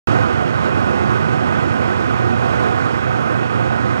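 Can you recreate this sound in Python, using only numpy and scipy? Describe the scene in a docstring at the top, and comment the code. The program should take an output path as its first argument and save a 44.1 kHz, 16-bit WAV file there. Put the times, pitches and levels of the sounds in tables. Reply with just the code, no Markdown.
"""Forced draught in a furnace

At the open door of a mill's solid-fuel furnace, air driven through the burning bed makes a broadband roar.
The turbulence excites resonances of the firebox and ducts; the blower hums and machines whine nearby.
The sound cuts in abruptly, on two microphones of opposite polarity, the right one louder."""
import sys
import numpy as np
from scipy import signal
from scipy.fft import rfft, irfft
from scipy.io import wavfile
from scipy.ndimage import uniform_filter1d

SR = 44100
rng = np.random.default_rng(int(sys.argv[2]) if len(sys.argv) > 2 else 0)


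def generate_wav(sig):
    """Save sig (samples, or channels by samples) to the path in sys.argv[1] as 16-bit PCM at SR."""
    pcm = np.round(np.clip(np.atleast_2d(sig).T, -1, 1) * 32767).astype(np.int16)
    wavfile.write(sys.argv[1], SR, pcm)


N = 176400

# continuous spectrum of the fire's turbulence: f/Hz, spectral density level/dB
ROAR_SPECTRUM = [(20.0, -79), (42.0, -59.5), (62.0, -54.5), (90.0, -44.5), (190.0, -48.5), (330.0, -50.5),
                 (560.0, -50.5), (1000.0, -52), (1520.0, -54.5), (1750.0, -60.5), (2600.0, -65),
                 (3700.0, -74.5), (6000.0, -81.5), (8500.0, -88.5), (10300.0, -96.5), (11000.0, -104.2),
                 (12000, -110), (15000, -106)]
# resonances of the firebox and ducts: f/Hz, bandwidth/Hz, peak spectral density level/dB
FIREBOX_MODES = [(74.0, 4.0, -42), (101.0, 14.0, -40.2), (123, 14, -42), (150.0, 8.0, -38.0),
                 (176, 8, -44.5), (236.0, 28.0, -42.3), (272, 7, -41.5), (312.0, 30.0, -43.3),
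                 (358.0, 22.0, -42), (392, 8, -45), (431.0, 8.0, -44), (503.0, 30.0, -44.3), (670, 25, -51),
                 (825, 30, -52), (1040, 25, -52), (1095.0, 26.0, -49.5), (1246.0, 40.0, -46.8),
                 (1374.0, 30.0, -49.3), (1512.0, 60.0, -49.8), (1678, 30, -57), (1885.0, 174.0, -60.5),
                 (2521.0, 73.0, -61.7), (3230, 260, -73)]
# strength of the draught: t/s, level/dB
DRAUGHT_LEVEL = [(0.1, 2.3), (0.25, 1.0), (0.55, -0.5), (0.66, 1.7), (0.72, -0.8), (0.8, 0.4), (1.14, 0.7),
                 (1.3, -0.1), (1.62, 0.3), (1.9, -0.05), (2.35, -0.4), (2.52, 1), (2.65, 1.5), (2.74, -0.3),
                 (2.88, 0.4), (3.1, -0.84), (3.97, -0.5)]
# response of the roar to the draught: f/Hz, sensitivity/(dB per dB)
DRAUGHT_SENSITIVITY = [(80, 1.4), (280, 0.66), (600, 1.66), (1500, 1.0), (8000, 1.5)]
# rise and fall of the roar's low body: t/s, gain/dB
BODY_GAIN = [(0.1, 0.6), (0.5, -1.2), (0.8, 0.3), (1.5, 0.4), (2.25, 0.3), (2.55, -0.6), (2.8, -0.6),
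             (3.4, -0.4), (3.97, -0.9)]
# brief throaty swells of the flames: t/s, duration/s, centre f/Hz, gain/dB
FLAME_FLARES = [(0.48, 0.06, 110, 3), (0.64, 0.1, 100, 5), (1.0, 0.1, 235, 4), (1.67, 0.09, 280, 5),
                (2.05, 0.07, 250, 4)]
# a duct's close pair of resonances: f/Hz, bandwidth/Hz, peak spectral density level/dB
DUCT_MODES = [(718, 14, -43.8), (747, 18, -43.8)]
# coming and going of that duct's ring: t/s, gain/dB
DUCT_GAIN = [(0.1, 2.5), (0.45, 1), (0.75, -1), (1.1, -1), (1.3, -5), (1.41, 3.5), (1.53, -5), (1.66, 1),
             (1.92, -1.5), (2.35, 1.5), (2.58, -2), (2.68, 3), (3.02, -4), (3.12, 4), (3.25, -1),
             (3.42, -4), (3.55, 0), (3.85, 2), (3.97, -2)]
# rise and fall of the blower's hum: t/s, gain/dB
HUM_GAIN = [(0.1, 2.5), (0.26, 2), (0.4, -2), (0.9, -2), (1.2, -0.5), (1.4, -1.5), (1.7, 0), (1.85, -3),
            (2.1, 1), (2.55, -0.5), (2.7, -2), (3.1, -1), (3.4, 1.5), (3.6, -1), (3.8, 1.5), (3.97, -4)]
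# strength of a hollow machine drone: t/s, level/dB
DRONE_ENVELOPE = [(0.1, -26), (0.7, -32), (1.0, -24.5), (1.3, -27.5), (1.8, -25), (2.3, -30.5), (3.0, -30),
                  (3.97, -28)]
# tones of the nearby machines: f/Hz, width of pitch wander/Hz, relative level/dB
MACHINE_WHINES = [(605.8, 6.0, -36.6), (1217.6, 4.0, -36.0), (1460.0, 6.5, -32.6), (1768.1, 7.0, -45.4),
                  (2030.7, 3.0, -47.0), (2447.5, 8.0, -47.5), (8519.1, 19.0, -67.0)]
# likeness of the noise at the two microphones: f/Hz, correlation (0 to 1)
MIC_CORRELATION = [(300, 1), (1200, 1), (2500, 1), (4500, 0.99), (8000, 0.56), (11000, .45), (14000, .25)]
# left microphone relative to the right: f/Hz, gain/dB
LEFT_MIC_GAIN = [(60, -7.0), (110, -7.5), (200, -7.5), (380, -7.5), (700, -7.5), (1290, -7.5), (2380, -8.0),
                 (4400, -9.5), (8120, -11.5), (15000, -11.0)]
# left microphone relative to the right, polarity aside: f/Hz, phase/rad
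LEFT_MIC_PHASE = [(200, 0), (800, -.11), (1600, -.47), (3200, -.85), (6200, -1.2), (11000, -1.45)]

TIME, FREQS = np.arange(N) / SR, np.fft.rfftfreq(N, 1 / SR)
START_S, CUTOFF_HZ = .0725, 15500
BODY_HZ, BODY_OCTAVES, FLARE_OCTAVES = 257, 0.57, 0.45
FLUTTER_DB, FLUTTER_HZ, PATCH_DB = 0.46, 35, 0.5
HUM_HZ, HUM_DB = 121.2, -23.4
DRONE_HZ, WHINE_GAIN_DB = 212.8, -0.5


def amp(db):
    """Amplitude ratio: a factor of ten for every 20 dB."""
    return 10 ** (np.asarray(db) / 20)


def at_frequency(table, hz):
    """Interpolation on a logarithmic frequency axis."""
    f, value = np.transpose(table)
    return np.interp(np.log(hz + 1), np.log(f + 1), value)


def at_time(table, t=TIME):
    """Linear interpolation in time."""
    return np.interp(t, *np.transpose(table))


def band(hz, centre_hz, octaves):
    """A Gaussian weighting in log frequency, as a column."""
    return np.exp(-(np.log2((hz + 1) / centre_hz) / octaves) ** 2)[:, None]


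def drift(rate_hz):
    """Low-pass noise: a random fluctuation of unit variance, up to about the given rate."""
    low_pass = np.exp(-(FREQS / rate_hz) ** 2) * (FREQS > 0)
    x = irfft(rfft(rng.standard_normal(N)) * low_pass, N)
    return x / (x.std() + 1e-12)


def turbulence(modes, floor=0):
    """Random forcing of resonators: two independent noises with peaks over a floor of power per Hz."""
    power = floor + sum(amp(db) ** 2 / (1 + (np.sqrt(2) - 1) * (2 * (FREQS - centre) / width) ** 2) ** 2
                        for centre, width, db in modes)
    return irfft(rfft(rng.standard_normal((2, N))) * np.sqrt(power * SR / 2), N)


def tone(hz, level_db, wander_hz, waver_db, rate_hz):
    """Random frequency and amplitude modulation of a sinusoid of given r.m.s. level."""
    cycles = np.cumsum(hz + wander_hz * drift(rate_hz)) / SR + rng.random()
    swell = amp(waver_db * drift(rate_hz))
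    return amp(level_db) * np.sqrt(2 / np.mean(swell ** 2)) * swell * np.sin(2 * np.pi * cycles)


def fire():
    """Turbulent combustion noise, coloured by resonance and modulated by the draught; two signals."""
    roar = turbulence(FIREBOX_MODES, floor=amp(at_frequency(ROAR_SPECTRUM, FREQS)) ** 2)
    f, t, spectra = signal.stft(roar, SR, nperseg=512, noverlap=384)
    draught = at_time(DRAUGHT_LEVEL, t)
    flutter = np.interp(t, TIME, drift(FLUTTER_HZ))
    # noise smoothed over time, then frequency, makes each region of the spectrum flicker separately
    patches = uniform_filter1d(rng.standard_normal((len(t), len(f))), size=30, axis=0)
    patches = uniform_filter1d(patches, size=7, axis=1).T
    gain_db = at_frequency(DRAUGHT_SENSITIVITY, f)[:, None] * (draught - draught.mean())
    gain_db += FLUTTER_DB * flutter + PATCH_DB * patches / patches.std()
    gain_db += band(f, BODY_HZ, BODY_OCTAVES) * at_time(BODY_GAIN, t)
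    for when, duration, centre, db in FLAME_FLARES:
        gain_db += db * band(f, centre, FLARE_OCTAVES) * np.exp(-(2 * (t - when) / duration) ** 2)
    return signal.istft(spectra * amp(gain_db), SR, nperseg=512, noverlap=384)[1][:, :N]


def duct():
    """Flow-excited resonance: the air stream drives a hollow ring that comes and goes; two signals."""
    return turbulence(DUCT_MODES) * amp(at_time(DUCT_GAIN))


def blower():
    """Tonal fan noise: a low hum, modulated by the air stream."""
    return tone(HUM_HZ, HUM_DB, wander_hz=1.2, waver_db=2.2, rate_hz=9) * amp(at_time(HUM_GAIN))


def machines():
    """Superposition of unsteady tones: a hollow drone and thin whines from the rest of the mill."""
    drone = tone(DRONE_HZ, 0, wander_hz=2, waver_db=2, rate_hz=7.8) * amp(at_time(DRONE_ENVELOPE))
    whines = sum(tone(hz, db + WHINE_GAIN_DB, wander_hz=width / 2, waver_db=2.5, rate_hz=7.5)
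                 for hz, width, db in MACHINE_WHINES)
    return drone + whines


def scene():
    """Partial coherence: the microphones share the bass and tones, but less of the treble noise."""
    near, diffuse = fire() + duct()
    tones = blower() + machines()
    correlation = at_frequency(MIC_CORRELATION, FREQS)
    left_spectrum = correlation * rfft(near) + np.sqrt(1 - correlation ** 2) * rfft(diffuse) + rfft(tones)
    left_gain = amp(at_frequency(LEFT_MIC_GAIN, FREQS))
    left_phase = at_frequency(LEFT_MIC_PHASE, FREQS)
    left = irfft(left_spectrum * left_gain * np.exp(1j * left_phase), N)
    return np.array([left, near + tones])


def record(dry):
    """Polarity inversion of the left channel, then an abrupt switch-on and low-pass filtering of both."""
    gated = np.array([-dry[0], dry[1]]) * (TIME >= START_S)
    low_pass = signal.firwin(511, CUTOFF_HZ, window=("kaiser", 9), fs=SR)
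    return signal.oaconvolve(gated, low_pass[None], "same")


dry = scene()
out = record(dry)
generate_wav(out)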